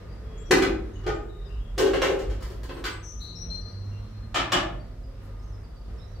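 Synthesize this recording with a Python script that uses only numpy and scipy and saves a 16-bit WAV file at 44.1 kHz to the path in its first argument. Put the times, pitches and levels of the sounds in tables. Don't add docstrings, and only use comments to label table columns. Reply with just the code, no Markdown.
import sys
import numpy as np
from scipy import signal
from scipy.fft import rfft, irfft
from scipy.io import wavfile

SR = 44100
rng = np.random.default_rng(int(sys.argv[2]) if len(sys.argv) > 2 else 0)


def put_to_file(sound):
    columns = np.atleast_2d(sound).T
    safe = np.clip(columns, -1, 1)
    whole_steps = np.round(safe * 32767)
    wavfile.write(sys.argv[1], SR, whole_steps.astype(np.int16))


N = 273420
TIME = np.arange(N) / SR


def from_db(db):
    return 10 ** (np.asarray(db) / 20)


def rms_one(x):
    return x / np.sqrt(np.mean(x ** 2) + 1e-20)


def in_time(rows):
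    s, *columns = np.transpose(rows)
    return [np.interp(TIME, s, column) for column in columns]


def at_hz(points, hz):
    point_hz, value = np.array(points)[:, :2].T
    return np.interp(np.log(hz), np.log(point_hz), value)


def drift(rate_hz):
    step = 40
    pole = np.exp(-2 * np.pi * rate_hz * step / SR)
    white = rng.standard_normal(N // step + 2002)
    slow = signal.lfilter([1], [1, -2 * pole, pole * pole], white)[2000:]
    return np.interp(np.arange(N) / step, np.arange(len(slow)), rms_one(slow))


def resonance(x, hz, width_hz):
    r = np.exp(-np.pi * width_hz / SR)
    zeros = np.array([1, 0, -1]) * (1 - r * r) / 2
    poles = [1, -2 * r * np.cos(2 * np.pi * hz / SR), r * r]
    return signal.lfilter(zeros, poles, x)


def narrow_noise(hz, width_hz):
    return resonance(resonance(rng.standard_normal(N), hz, width_hz), hz, width_hz)


def band(x, low_hz, high_hz):
    return signal.sosfilt(signal.butter(2, [low_hz, high_hz], "band", fs=SR, output="sos"), x)


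def stereo_bands(size, likeness):
    edges = 22 * 2 ** np.arange(0, 9.6, .5)
    white = rng.standard_normal((2, 2, size))
    for k, (low, high) in enumerate(zip(edges, edges[1:])):
        mid, side = band(white[k % 2], low, high)
        hz = np.sqrt(low * high)
        alike = np.clip(at_hz(likeness, hz), -1, 1)
        yield hz, np.sqrt(1 + alike) * mid + np.sqrt(1 - alike) * side * [[1], [-1]]


def echo(x, t60s, likeness, build_ms):
    t, tail = TIME[:2 * SR], 0
    for hz, noise in stereo_bands(len(t), likeness):
        build_up = 1 - np.exp(-t * 1000 / build_ms)
        shape = build_up * from_db(-60 * t / at_hz(t60s, hz))
        tail = tail + noise * shape / np.sqrt(np.sum(shape ** 2))
    return signal.fftconvolve(np.atleast_2d(x), tail, axes=1)[:, :N]


def clatter(contacts, body, modes, rise_ms, rub_ms, chatter_db):
    chatter_ms, grit_db = 36.5, -0.5
    boom_below_hz, tick_above_hz = 850, 6000
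    boom, clang, tick = np.full((3, 2, N), 1e-18)
    t = TIME[:9000] * 1000
    decay = np.exp(-t / rub_ms) + from_db(chatter_db) * np.exp(-t / chatter_ms)
    pressure = (1 - np.exp(-t / rise_ms)) * decay
    for s, blow_db, boom_db, tick_db in contacts:
        rub = rng.standard_normal(len(t)) * pressure
        rub = from_db(grit_db) * rub / np.sqrt(np.sum(rub ** 2))
        blow = t == t[160]
        both = np.array([rub, blow]) * from_db(blow_db)
        at = slice(round(s * SR), round(s * SR) + len(t))
        clang[:, at] += both
        boom[:, at] += both * from_db(boom_db)
        tick[:, at] += both * from_db(tick_db)
    freqs = np.maximum(np.fft.rfftfreq(N, 1 / SR), 1)
    low = 1 / (1 + (freqs / boom_below_hz) ** 4)
    high = 1 / (1 + (tick_above_hz / freqs) ** 4)
    shake = low * rfft(boom) + (1 - low - high) * rfft(clang) + high * rfft(tick)
    crowd, blows = irfft(shake * from_db(at_hz(body, freqs)), N)
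    rings = sum(from_db(db) * resonance(blows, hz, width) for hz, width, db in modes)
    return crowd, rings


# start_s, blow_db (relative), extra_boom_db, extra_tick_db
LID_ON_PAN_CONTACTS = [(.509, 39.5, 2, 4), (.541, 16.5, 14, 1.5), (.569, 24, 2.5, 6), (.621, 32, 0, 0.5),
                       (.649, -1, 20, -10), (.719, 2, -2, -11)]
# pitch_hz, level_db (per Hz)
LID_ON_PAN_COLOUR = [(90, -51.5), (150, -15.5), (240, -13.5), (350, -2.5), (560, -18.5), (1000, -25),
                     (1600, -18.5), (2500, -26.5), (4500, -30), (7500, -36.5), (11000, -48), (16000, -52)]
# pitch_hz, width_hz, level_db (over the colour)
LID_ON_PAN_MODES = [(176, 8.4, -1), (315, 7.1, 5), (338, 39, -3), (385.5, 24, 6), (540, 36, 6.5),
                    (764, 120, 8), (1205, 36, 9.5), (1507, 9.5, 8), (1780, 16, 0), (2004, 21, 13.5),
                    (2473, 100, 12.5), (2920, 11, -17), (3860, 260, 5), (4250, 110, 3)]


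def lid_on_pan():
    return clatter(LID_ON_PAN_CONTACTS, LID_ON_PAN_COLOUR, LID_ON_PAN_MODES,
                   rise_ms=2.5, rub_ms=3.7, chatter_db=-27.5)


# start_s, blow_db (relative), extra_boom_db, extra_tick_db
LID_OFF_PAN_CONTACTS = [(1.037, 6.2, 1.5, 1.2), (1.064, 22.8, 1.7, 1.2), (1.075, 21.5, 0.73, 1.2),
                        (1.097, 9.2, 3.7, 3), (1.16, 1.7, 4.3, 1.5)]
# pitch_hz, level_db (per Hz)
LID_OFF_PAN_COLOUR = [(150, -9), (250, -21), (390, 1), (600, -16.5), (900, -23.5), (1300, -21),
                      (2500, -24.5), (4500, -29), (7500, -42.5), (11000, -57), (16000, -54)]
# pitch_hz, width_hz, level_db (over the colour)
LID_OFF_PAN_MODES = [(338, 12, 1.2), (405, 51, 3.5), (687, 19, 9.8), (797, 44, 18.3), (1239.4, 17, 23.3),
                     (1440, 62, 12.4), (1828, 30, 12.2), (4400, 42, 2.7), (6040, 23, 17)]


def lid_off_pan():
    return clatter(LID_OFF_PAN_CONTACTS, LID_OFF_PAN_COLOUR, LID_OFF_PAN_MODES,
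                   rise_ms=2, rub_ms=3.9, chatter_db=-34.0)


# start_s, blow_db (relative), extra_boom_db, extra_tick_db
LID_ON_BASIN_CONTACTS = [(1.778, 23.3, 0.5, 13.5), (1.793, 19.6, 7.5, 3), (1.814, 9.6, 15, 1.5),
                         (1.858, 17.3, 3.5, 5), (1.932, 23.5, 3, -.6), (2.016, 29.5, -4.5, 2.5),
                         (2.037, 10.8, 7.5, 1.5), (2.094, 10.8, 13, 8), (2.189, 8.5, 2, 10),
                         (2.298, 5.3, 0.5, 8.5)]
# pitch_hz, level_db (per Hz)
LID_ON_BASIN_COLOUR = [(120, -34), (220, -23.5), (300, -9.5), (400, 0), (600, -7.5), (1000, -16.5),
                       (1600, -16.5), (3000, -18.5), (5000, -27), (7500, -33.5), (11000, -47.5),
                       (16000, -45)]
# pitch_hz, width_hz, level_db (over the colour)
LID_ON_BASIN_MODES = [(166, 17, 21.2), (290, 46, 6.2), (387, 9.4, 10.4), (428, 8.6, 1.6), (502, 96, 1.6),
                      (823, 58, 6.8), (1047, 72, 7.8), (1545, 130, 7.2), (2010, 20, 1.6), (2800, 340, 3.4),
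                      (3310, 10, 1.8), (4220, 88, 1.4), (6100, 110, 4.8)]


def lid_on_basin():
    return clatter(LID_ON_BASIN_CONTACTS, LID_ON_BASIN_COLOUR, LID_ON_BASIN_MODES,
                   rise_ms=4.7, rub_ms=4.4, chatter_db=-12)


# start_s, blow_db (relative), extra_boom_db, extra_tick_db
PAN_ON_FLOOR_CONTACTS = [(2.405, -6.5, 8, 9), (2.423, -0.5, -3.5, 11.5), (2.5, -7, 12, 10),
                         (2.631, -1.5, 8, 10), (2.691, 6, 4.5, -19), (2.765, -3, 15, 1),
                         (2.839, 16, -8, -2), (2.851, 16.5, -8.5, 0)]
# pitch_hz, level_db (per Hz)
PAN_ON_FLOOR_COLOUR = [(150, -27), (250, -9.5), (350, 1.5), (700, -10), (1300, -6.5), (2300, -12.5),
                       (4200, -15.5), (7000, -24.5), (11000, -37.5), (16000, -32.5)]
# pitch_hz, width_hz, level_db (over the colour)
PAN_ON_FLOOR_MODES = [(352, 100, 2.9), (490, 24, 3.4), (1027, 41, 7.3), (1590, 150, 3.2), (1930, 31, 1.8),
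                      (2900, 100, 1.4), (4120, 120, 4.2), (4480, 74, 4)]


def pan_on_floor():
    return clatter(PAN_ON_FLOOR_CONTACTS, PAN_ON_FLOOR_COLOUR, PAN_ON_FLOOR_MODES,
                   rise_ms=4.5, rub_ms=4.3, chatter_db=-20.5)


# start_s, blow_db (relative), extra_boom_db, extra_tick_db
PAN_ON_BURNER_CONTACTS = [(4.343, 7.6, 1.5, 8), (4.357, 10.4, 1.5, 6), (4.389, 5.9, 3.3, -6),
                          (4.519, 13.4, 1.8, 11.5), (4.531, 10.8, 7.4, -7), (4.559, 4.9, 5.3, -14)]
# pitch_hz, level_db (per Hz)
PAN_ON_BURNER_COLOUR = [(120, -21), (200, -11.5), (330, -0.5), (430, -4.5), (620, -2.5), (900, 1.5),
                        (1300, 1.5), (2200, -1), (3300, -2), (5000, -10.5), (7500, -19.5), (11000, -37),
                        (16000, -39)]
# pitch_hz, width_hz, level_db (over the colour)
PAN_ON_BURNER_MODES = [(169, 23, 16.2), (309, 19, 3.7), (357, 19, 8.7), (598, 17, 3.6), (634, 91, 10.3),
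                       (680, 16, 2.9), (1217, 98, 7.4), (1380, 21, 4), (1726, 43, 8.6), (2120, 30, 2.3),
                       (2400, 120, 5.8), (2980, 110, 8.7), (3300, 30, 5.8)]


def pan_on_burner():
    return clatter(PAN_ON_BURNER_CONTACTS, PAN_ON_BURNER_COLOUR, PAN_ON_BURNER_MODES,
                   rise_ms=3.2, rub_ms=5.4, chatter_db=-20.0)


# start_s, swell_ms,
# level_db (before band limit and room)
RUSTLE_PUFFS = [(2.13, 33, -67.5), (2.431, 47, -64), (2.66, 60, -65.5), (3.2, 16, -63.5), (5.214, 19, -68)]


def rustles():
    puffs = 0
    for s, swell_ms, db in RUSTLE_PUFFS:
        age = np.clip(TIME - s, 0, None) * 1000 / swell_ms
        puffs = puffs + from_db(db) * age * np.exp(1 - age)
    return band(puffs * rng.standard_normal(N), 2300, 18000)


# pitch_hz, t60_s
ROOM_DECAY = [(150, 1), (400, 0.67), (1200, 0.48), (3500, 0.36), (8000, 0.27), (15000, 0.22)]
# pitch_hz, correlation (-1 to 1)
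ROOM_COHERENCE = [(100, 0.95), (250, 0.98), (550, 0.072), (1650, 0.47), (5000, -0.073), (15000, -0.03)]


def cookware():
    contacts = [lid_on_pan(), lid_off_pan(), lid_on_basin(), pan_on_floor(), pan_on_burner()]
    crowd, rings = np.sum(contacts, axis=0)
    crowd = crowd + rustles()
    walls = echo(crowd + from_db(-1) * rings, ROOM_DECAY, ROOM_COHERENCE, build_ms=2.4)
    direct = from_db(-5.0) * crowd + from_db(-9.0) * rings
    return (direct + walls) * from_db([[.4], [-.4]])


def far_notes():
    low_hz, high_hz, trill_hz = 3040, 6940, 60
    mean_db, spread_db, mean_length_s = -82, 9, 0.034
    when, pitch, slide, size, loud = rng.random((36, 5)).T
    start_s = when * TIME[-1]
    length_s = mean_length_s * (.5 + size)
    first_hz = low_hz * (high_hz / low_hz) ** pitch
    last_hz = first_hz * (1 + 0.112 * (slide - .5))
    level_db = mean_db + spread_db * (2 * loud - 1)
    return list(zip(start_s, length_s, first_hz, last_hz, np.full(36, trill_hz), level_db))


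# start_s, length_s, first_hz, last_hz, trill_depth_hz,
# level_db (direct sound, before flicker and side)
BIRD_NOTES = [(0.083, 0.064, 4580, 4780, 13, -72), (.249, 0.38, 3370, 3310, 37, -74),
              (0.371, 0.023, 6680, 6900, 30, -65.5), (0.382, 0.046, 7470, 7550, 110, -67),
              (.45, .094, 5650, 5930, 32, -68), (0.933, 0.039, 6200, 6850, 8.4, -75),
              (0.952, .05, 2963, 2920, 28, -67), (1.038, 0.052, 2920, 2900, 38, -68),
              (1.14, 0.02, 7000, 8070, 12, -70), (1.279, 0.21, 3780, 3730, 120, -76),
              (1.447, 0.045, 5250, 4900, 60, -76), (1.48, 0.13, 2670, 2800, 150, -73),
              (1.591, .2, 3250, 3300, 99, -75.5), (2.736, 0.039, 8360, 8300, 44, -67),
              (2.893, 0.057, 8400, 7920, 24, -60.5), (2.944, 0.036, 7800, 7750, 30, -69),
              (3.022, 0.12, 6160, 5990, 246, -49.5), (3.196, 0.13, 3980, 4120, 204, -48),
              (3.351, 0.098, 5160, 5820, 27, -47.5), (3.499, 0.07, 4116, 4176, 15, -40.5),
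              (3.61, .09, 4720, 4520, 43, -62.5), (3.912, .077, 2790, 2750, 21, -70),
              (4.792, 0.033, 4600, 4590, 11, -63.5), (5.032, 0.033, 5050, 4850, 30, -64.5),
              (5.392, .015, 5160, 5180, 21, -61), (5.42, 0.049, 6430, 6330, 40, -73),
              (5.474, .04, 6300, 5800, 55, -70), (5.519, 0.041, 5770, 4920, 56, -64.5),
              (5.627, .035, 4740, 4700, 110, -65), (5.758, 0.021, 4720, 4620, 60, -63),
              (5.97, .045, 5540, 5230, 72, -67), (5.989, 0.064, 3410, 3990, 90, -66.5),
              (6.074, 0.043, 5850, 5900, 30, -74), (6.144, 0.036, 4700, 4470, 47, -70)]
# time_s, left_over_right_db
BIRD_DIRECTION = [(0, 13), (1.5, 28.5), (2.8, 13.5), (3.6, 9.5), (5.4, 0), (6.2, -19)]


def birds():
    trill_rate_hz, trill_wander_hz, trill_rough = 187, 6, .18
    glide_s, release_s, overtone_db = .02, 0.0054, -37
    attack_s, trill_swell_s_per_hz = 0.0034, 0.00014
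    out = np.zeros(N)
    flicker = from_db(1.26 * drift(23))
    trill_turn = 2 * np.pi * np.cumsum(trill_rate_hz + trill_wander_hz * drift(12)) / SR
    warble = np.sin(trill_turn) + trill_rough * drift(130)
    for s, length, first_hz, last_hz, trill_hz, db in BIRD_NOTES + far_notes():
        start = round(s * SR)
        t = TIME[:min(round(length * SR), N - start)]
        at = slice(start, start + len(t))
        glide_hz = last_hz + (first_hz - last_hz) * np.exp(-t / glide_s)
        turn = 2 * np.pi * np.cumsum(glide_hz + trill_hz * warble[at]) / SR
        attack = np.minimum(1, t / (attack_s + trill_swell_s_per_hz * trill_hz))
        shape = attack * np.minimum(1, (length - t) / release_s)
        tone = np.sqrt(2) * (np.sin(turn) + from_db(overtone_db) * np.sin(2 * turn))
        out[at] += tone * shape * flicker[at] * from_db(db)
    side_db, = in_time(BIRD_DIRECTION)
    out = out * from_db([[.5], [-.5]] * side_db)
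    likeness = [(2000, 0.13), (9000, .1)]
    yard = echo(out, [(2000, 0.73), (9000, 0.72)], likeness, build_ms=2.5)
    far_walls = echo(out, [(2000, 2.7), (9000, 2.1)], likeness, build_ms=81.0)
    return out + from_db(-2.5) * yard + from_db(-14) * far_walls


# time_s, firing_hz
ENGINE_FIRING = [(2.1, 46), (2.45, 50.5), (3.55, 88.7), (4.6, 122), (5.7, 140)]
# multiple, level_db (added to the path's)
ENGINE_HARMONICS = [(1, -2.5), (2, -8), (3, -15)]
# pitch_hz, level_db (rms of a 0 dB order passing there)
ENGINE_PATH_RESPONSE = [(44, -58), (50, -31.5), (68, -46), (82, -51.5), (100, -35), (111, -46), (121, -38),
                        (132, -61), (172, -38), (200, -49.5), (224, -46), (250, -48.5), (300, -62)]


def engine():
    in_s, out_s, fade_s = 1.8, 5.77, 0.54
    firing_hz, = in_time(ENGINE_FIRING)
    turn = 2 * np.pi * np.cumsum(firing_hz + 0.8 * drift(9.2)) / SR
    fade = np.clip(np.minimum(TIME - in_s, out_s - TIME) / fade_s, 0, 1)
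    orders = 0
    for k, db in ENGINE_HARMONICS:
        path_db = at_hz(ENGINE_PATH_RESPONSE, k * firing_hz)
        orders = orders + from_db(db + path_db) * np.sin(k * turn)
    return fade * np.sqrt(2) * orders


# pitch_hz, level_db (rms, about which it wavers)
HUM_TONES = [(100, -47.5), (1222, -68.5)]


def hum():
    out = 0
    for hz, db in HUM_TONES:
        gain = from_db(db + 3.5 * drift(2.6))
        turn = 2 * np.pi * hz * np.cumsum(1 + 0.0028 * drift(7.2)) / SR
        out = out + np.sqrt(2) * gain * np.sin(turn)
    return out


# pitch_hz, width_hz (each of two passes), level_db (relative)
DRONE_RESONANCES = [(39.9, 11.7, 4.5), (48.07, 9.4, 11), (58.4, 10.3, -2), (122, 4.7, -19.5)]


def drone():
    return rms_one(sum(from_db(db) * narrow_noise(hz, width) for hz, width, db in DRONE_RESONANCES))


# (relative, per Hz)
WASH_SPECTRUM = [(24, -33), (36, -7), (55, 2), (78, -15), (110, -12.5), (200, -18), (300, -25),
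                 (450, -21.5), (800, -32), (1300, -33), (2400, -42), (5200, -46.5), (7000, -55.5),
                 (9500, -60), (16000, -76)]
# pitch_hz, correlation (-1 to 1)
WASH_COHERENCE = [(60, 0.98), (130, 0.93), (290, 0.83), (640, 0.028), (1410, 0.45), (3100, -0.025),
                  (6820, -0.36), (15000, -0.32)]


def wash():
    together = drift(3.2)
    out = 0
    for hz, noise in stereo_bands(N, WASH_COHERENCE):
        waver_db = 1.45 * (.7 * together + drift(3.3))
        out = out + noise * from_db(at_hz(WASH_SPECTRUM, hz) + waver_db)
    return rms_one(out)


# time_s, drone_db (before a slight lean to the right), wash_db
STREET_LEVELS = [(0, -51, -38), (.7, -34, -36), (1.4, -36, -41.5), (2.4, -37, -37), (2.9, -49, -40.5),
                 (3.5, -45.5, -40), (4.2, -47.5, -39), (5.0, -36.5, -41), (5.6, -48.5, -41),
                 (6.2, -40.5, -41)]


def street():
    drone_db, wash_db = in_time(STREET_LEVELS)
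    low = (from_db(drone_db) * drone() + engine() + hum()) * from_db([[-.8], [.8]])
    return low + from_db(wash_db) * wash()


# start_s, length_s, pitch_hz, width_hz (each of two passes),
# level_db (rms of the noise before its swell)
SWELLING_TONES = [(0.115, 0.44, 437, 24.7, -51), (1.254, 0.45, 405, 24.7, -53.5),
                  (4.878, 0.5, 544, 30, -58.5)]


def moans():
    out = 0
    for s, length, hz, width, db in SWELLING_TONES:
        swell = np.sin(np.pi * np.clip((TIME - s) / length, 0, 1))
        out = out + from_db(db) * swell * rms_one(narrow_noise(hz, width))
    return out


def scene():
    return cookware() + birds() + street() + moans()


def record(dry):
    hiss = signal.lfilter([1], [1, -.3], rng.standard_normal(dry.shape))
    hissy = dry + from_db(-71.5) * hiss
    steep_cut = signal.cheby2(14, 70, 16500, fs=SR, output="sos")
    return signal.sosfilt(steep_cut, hissy)


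dry = scene()
out = record(dry)
put_to_file(out)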